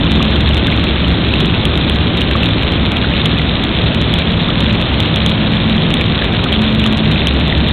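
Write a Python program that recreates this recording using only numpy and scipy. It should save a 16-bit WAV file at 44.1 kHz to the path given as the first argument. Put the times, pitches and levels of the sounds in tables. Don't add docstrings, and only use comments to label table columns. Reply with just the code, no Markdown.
import sys
import numpy as np
from scipy import signal
from scipy.fft import rfft, irfft
from scipy.io import wavfile

SR = 44100
rng = np.random.default_rng(int(sys.argv[2]) if len(sys.argv) > 2 else 0)


def gain_from_db(level_db):
    decades = np.asarray(level_db, float) / 20
    return 10 ** decades


def log_audio(samples):
    frames = np.atleast_2d(samples).T
    limited = np.clip(frames, -1, 1)
    pcm = np.round(limited * 32767).astype(np.int16)
    wavfile.write(sys.argv[1], SR, pcm)


N = 340452

# pitch_hz, relative level_db (per Hz)
SPRAY_SPECTRUM = [(300, -40.5), (800, -17.5), (1400, -15.5), (2060, -13), (2400, -8), (2900, -8),
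                  (3500, -3.5), (3900, -2), (4300, 5), (4700, -10.5), (6000, -52.5)]
# start_s, bubble peak level_db, bubble pitch_hz
SINGLE_DROPS = [(0.2274, -3, 3470), (0.2835, -11, 3560), (0.3275, -13.5, 3840), (0.3586, -11, 3530),
                (0.4177, -13, 3450), (0.6697, -4, 3640), (0.7248, -8, 2240), (1.3389, -3.5, 2674),
                (1.4067, -6, 3370), (1.6537, -1.5, 3370), (1.7548, -0.5, 3800), (1.7757, -5, 3660),
                (1.8487, -9, 3450), (1.8835, -8, 3690), (1.8976, -1.5, 3390), (2.2169, -2, 2960),
                (2.4329, -5.5, 2700), (2.633, -4.5, 3180), (2.7222, -8, 3260), (2.9695, -6, 3240),
                (3.1542, -13, 3830), (3.258, -1, 3350), (3.3895, -11, 3160), (3.5548, -3.5, 3640),
                (3.6389, -4, 3420), (3.7875, -7, 3300), (4.1394, -1.5, 3400), (4.2747, -8, 3670),
                (4.6653, -4, 3430), (5.003, -2.5, 3540), (5.1601, -4, 3540), (5.2035, -4.5, 3600),
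                (5.2626, 0, 3430), (5.5357, -7, 3190), (5.7798, -6, 3170), (5.9404, 1, 3500),
                (5.9706, -6.5, 3260), (6.0116, -3, 2370), (6.5266, -3.5, 3300), (6.7968, -6, 3520),
                (6.8405, -6, 2830), (6.8633, -1.5, 3320), (7.271, 2, 3230), (7.5003, -2.5, 3500),
                (7.665, -5, 3520)]
# start_s, bubble peak level_db, bubble pitch_hz
PUDDLE_PLOPS = [(0.204, -11, 1130), (0.331, -17, 1690), (0.682, -12, 1560), (2.31, -14, 1700),
                (2.353, -8, 1136), (3.043, -10.5, 1470), (3.117, -14.5, 1830), (3.395, -12, 2000),
                (4.49, -12, 1206), (6.221, -10.5, 1660), (6.392, -16, 1350), (6.461, -14, 1250),
                (6.86, -14.5, 1200), (7.525, -8.5, 1910)]
# pitch_hz, relative level_db (per Hz)
ROAR_SPECTRUM = [(18, -40.5), (24, -26), (33, -18), (50, -8), (62, -4.5), (90, -6.5), (140, -7.5),
                 (250, -7.5), (450, -16.5), (600, -17), (800, -22), (1300, -24.5), (2500, -28.5)]
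# start_s, gain_db
UPPER_ROAR_LIFT = [(0.0, 2), (2.0, 2.5), (3.6, -1.0), (5.5, 0.0), (6.6, 0), (7.72, 0)]
# pitch_hz, width_hz, share of power in the tone (0-1), mean level_db (rms, before
# the swap below), rms waver_db (its sign only flips the random curve)
HUMS = [(70.2, 5.16, 0.5, -20.5, 0.3), (110.9, 10.04, 0.33, -23.5, -1), (153.6, 6.12, 0.3, -24.5, 2.5),
        (173, 4.955, 0.75, -24, 1), (217.1, 3.985, 0.72, -22.5, 1.1)]
# start_s, lowest hum gain_db, highest hum gain_db
HUM_SWAP = [(0.0, 1.5, 2), (1.5, 1.5, -6), (4.4, -2.5, -4), (4.7, -2.5, 1.5), (6.6, -3, 3.5), (7.72, 0, -2)]
# pitch_hz, level_db (rms)
WHINES = [(1191, -46), (1950, -43)]


def rms_one(x):
    return x / np.sqrt(np.mean(x ** 2) + 1e-20)


def in_time(rows):
    start_s, *columns = np.transpose(rows)
    t = np.arange(N) / SR
    return [np.interp(t, start_s, column) for column in columns]


def coloured(x, spectrum):
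    size = 2 ** 13
    hz, db = np.transpose(spectrum)
    grid_hz = np.arange(size // 2 + 1) * SR / size
    log_gain = np.interp(np.log(grid_hz + 1), np.log(hz), db) * np.log(10) / 20
    cepstrum = irfft(log_gain)
    cepstrum[1:size // 2] *= 2
    cepstrum[size // 2 + 1:] = 0
    impulse = irfft(np.exp(rfft(cepstrum)))
    return rms_one(signal.fftconvolve(x, impulse)[:N])


def drift(rate_hz):
    r = np.exp(-2 * np.pi * rate_hz / SR)
    noise = rng.standard_normal(N + SR)
    return rms_one(signal.lfilter([1], [1, -2 * r, r * r], noise)[SR:])


def ring(clicks, hz, t60_s):
    r = gain_from_db(-60 / (t60_s * SR))
    w = 2 * np.pi * hz / SR
    return signal.lfilter([0, np.sin(w)], [1, -2 * r * np.cos(w), r * r], clicks + 1e-18)


def arrivals(per_s, spread_db):
    born = rng.random(N) < per_s / SR
    sizes = gain_from_db(spread_db * np.minimum(rng.exponential(1, N), 4.5))
    return born * sizes * rng.choice([-1, 1], N)


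def splatter():
    clumps = gain_from_db(1.7 * drift(30))
    hiss = rng.standard_normal(N) * gain_from_db(1.1 * drift(31))
    ticks = rms_one(arrivals(900 * clumps, spread_db=5.5))
    born = arrivals(700 * clumps, spread_db=2.0)
    pitches_hz = np.geomspace(700, 4300, 18)
    dealt = rng.integers(0, len(pitches_hz), N)
    bubbles = np.zeros(N)
    for k, hz in enumerate(pitches_hz):
        bubbles += hz * ring(born * (dealt == k), hz, t60_s=24.0 / hz)
    mix = gain_from_db(-9.0) * hiss + gain_from_db(-4.5) * ticks + gain_from_db(-13.5) * rms_one(bubbles)
    return coloured(mix, SPRAY_SPECTRUM)


def spray():
    level_db, waver_db = -16, 0.1
    return gain_from_db(level_db + waver_db * drift(4.4)) * splatter()


def drops(events, cycles, glide, tick_db):
    bubbles, impacts = np.zeros(N + SR), np.zeros(N)
    for (start_s, level_db, hz), turn in zip(events, rng.random(len(events))):
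        n = np.arange(int(1.5 * cycles / hz * SR)) * hz / SR
        shape = (1 - np.exp(-n / 2.2)) * gain_from_db(-60 * n / cycles)
        phase = turn + n * (1 - glide / 2) + glide * n ** 2 / cycles
        wave = np.sin(2 * np.pi * phase)
        at = round(start_s * SR)
        bubbles[at:at + len(n)] += gain_from_db(level_db) * shape / shape.max() * wave
        impacts[at] = gain_from_db(level_db + tick_db)
    snap = signal.butter(2, [1900, 4200], "band", fs=SR, output="sos")
    return bubbles[:N] + signal.sosfilt(snap, impacts + 1e-18)


def near_drops(count):
    weak_db, strong_db = -14.0, -8
    top_hz, fall_hz, floor_hz = 3900, 348, 2600
    when, size, depth = rng.random((count, 3)).T
    start_s = when * (N - 1) / SR
    level_db = weak_db + (strong_db - weak_db) * size
    pitch_hz = np.maximum(top_hz + fall_hz * np.log(depth + 1e-9), floor_hz)
    return list(zip(start_s, level_db, pitch_hz))


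def low_roar():
    lift_db, = in_time(UPPER_ROAR_LIFT)
    body = gain_from_db(-14.0) * coloured(rng.standard_normal(N), ROAR_SPECTRUM)
    upper_band = signal.butter(2, [250, 450], "band", fs=SR, output="sos")
    upper = signal.sosfilt(upper_band, body)
    return body + (gain_from_db(lift_db) - 1) * upper


def hums():
    out = np.zeros(N)
    lowest_db, highest_db = in_time(HUM_SWAP)
    swaps_db = [lowest_db, 0, 0, 0, highest_db]
    for (hz, width_hz, steady, level_db, waver_db), swap_db in zip(HUMS, swaps_db):
        pitch_hz = hz + 0.3013 * width_hz * drift(1.51)
        tone = np.sqrt(2) * np.sin(2 * np.pi * np.cumsum(pitch_hz) / SR)
        t60_s = np.log(1000) / (np.pi * width_hz)
        band = rms_one(ring(rng.standard_normal(N + SR), hz, t60_s)[SR:])
        blend = np.sqrt(steady) * tone + np.sqrt(1 - steady) * band
        out += gain_from_db(level_db + swap_db + waver_db * drift(1.5)) * blend
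    return out


def whines():
    t = np.arange(N) / SR
    return sum(np.sqrt(2) * gain_from_db(db) * np.sin(2 * np.pi * hz * t) for hz, db in WHINES)


def scene():
    single = drops(list(SINGLE_DROPS) + near_drops(count=90), cycles=18.0, glide=0.015, tick_db=18.5)
    plops = drops(PUDDLE_PLOPS, cycles=22.0, glide=-0.19, tick_db=0.0)
    return (spray() + single + plops + low_roar() + hums() + whines())[None]


def band_limit(x):
    return signal.sosfilt(signal.butter(12, 15900, fs=SR, output="sos"), x)


def record(dry):
    preamp_top, knee_top, overload = 0.92, .735, .707
    squeezed = dry / (1 + np.abs(dry / preamp_top) ** 4) ** .25
    low_pass = signal.cheby2(8, 45, 4916, fs=SR, output="sos")
    narrow = signal.sosfiltfilt(low_pass, squeezed)
    bent = narrow / (1 + np.abs(narrow / knee_top) ** 16) ** (1 / 16)
    return band_limit(np.clip(bent, -overload, overload))


dry = scene()
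out = record(dry)
log_audio(out)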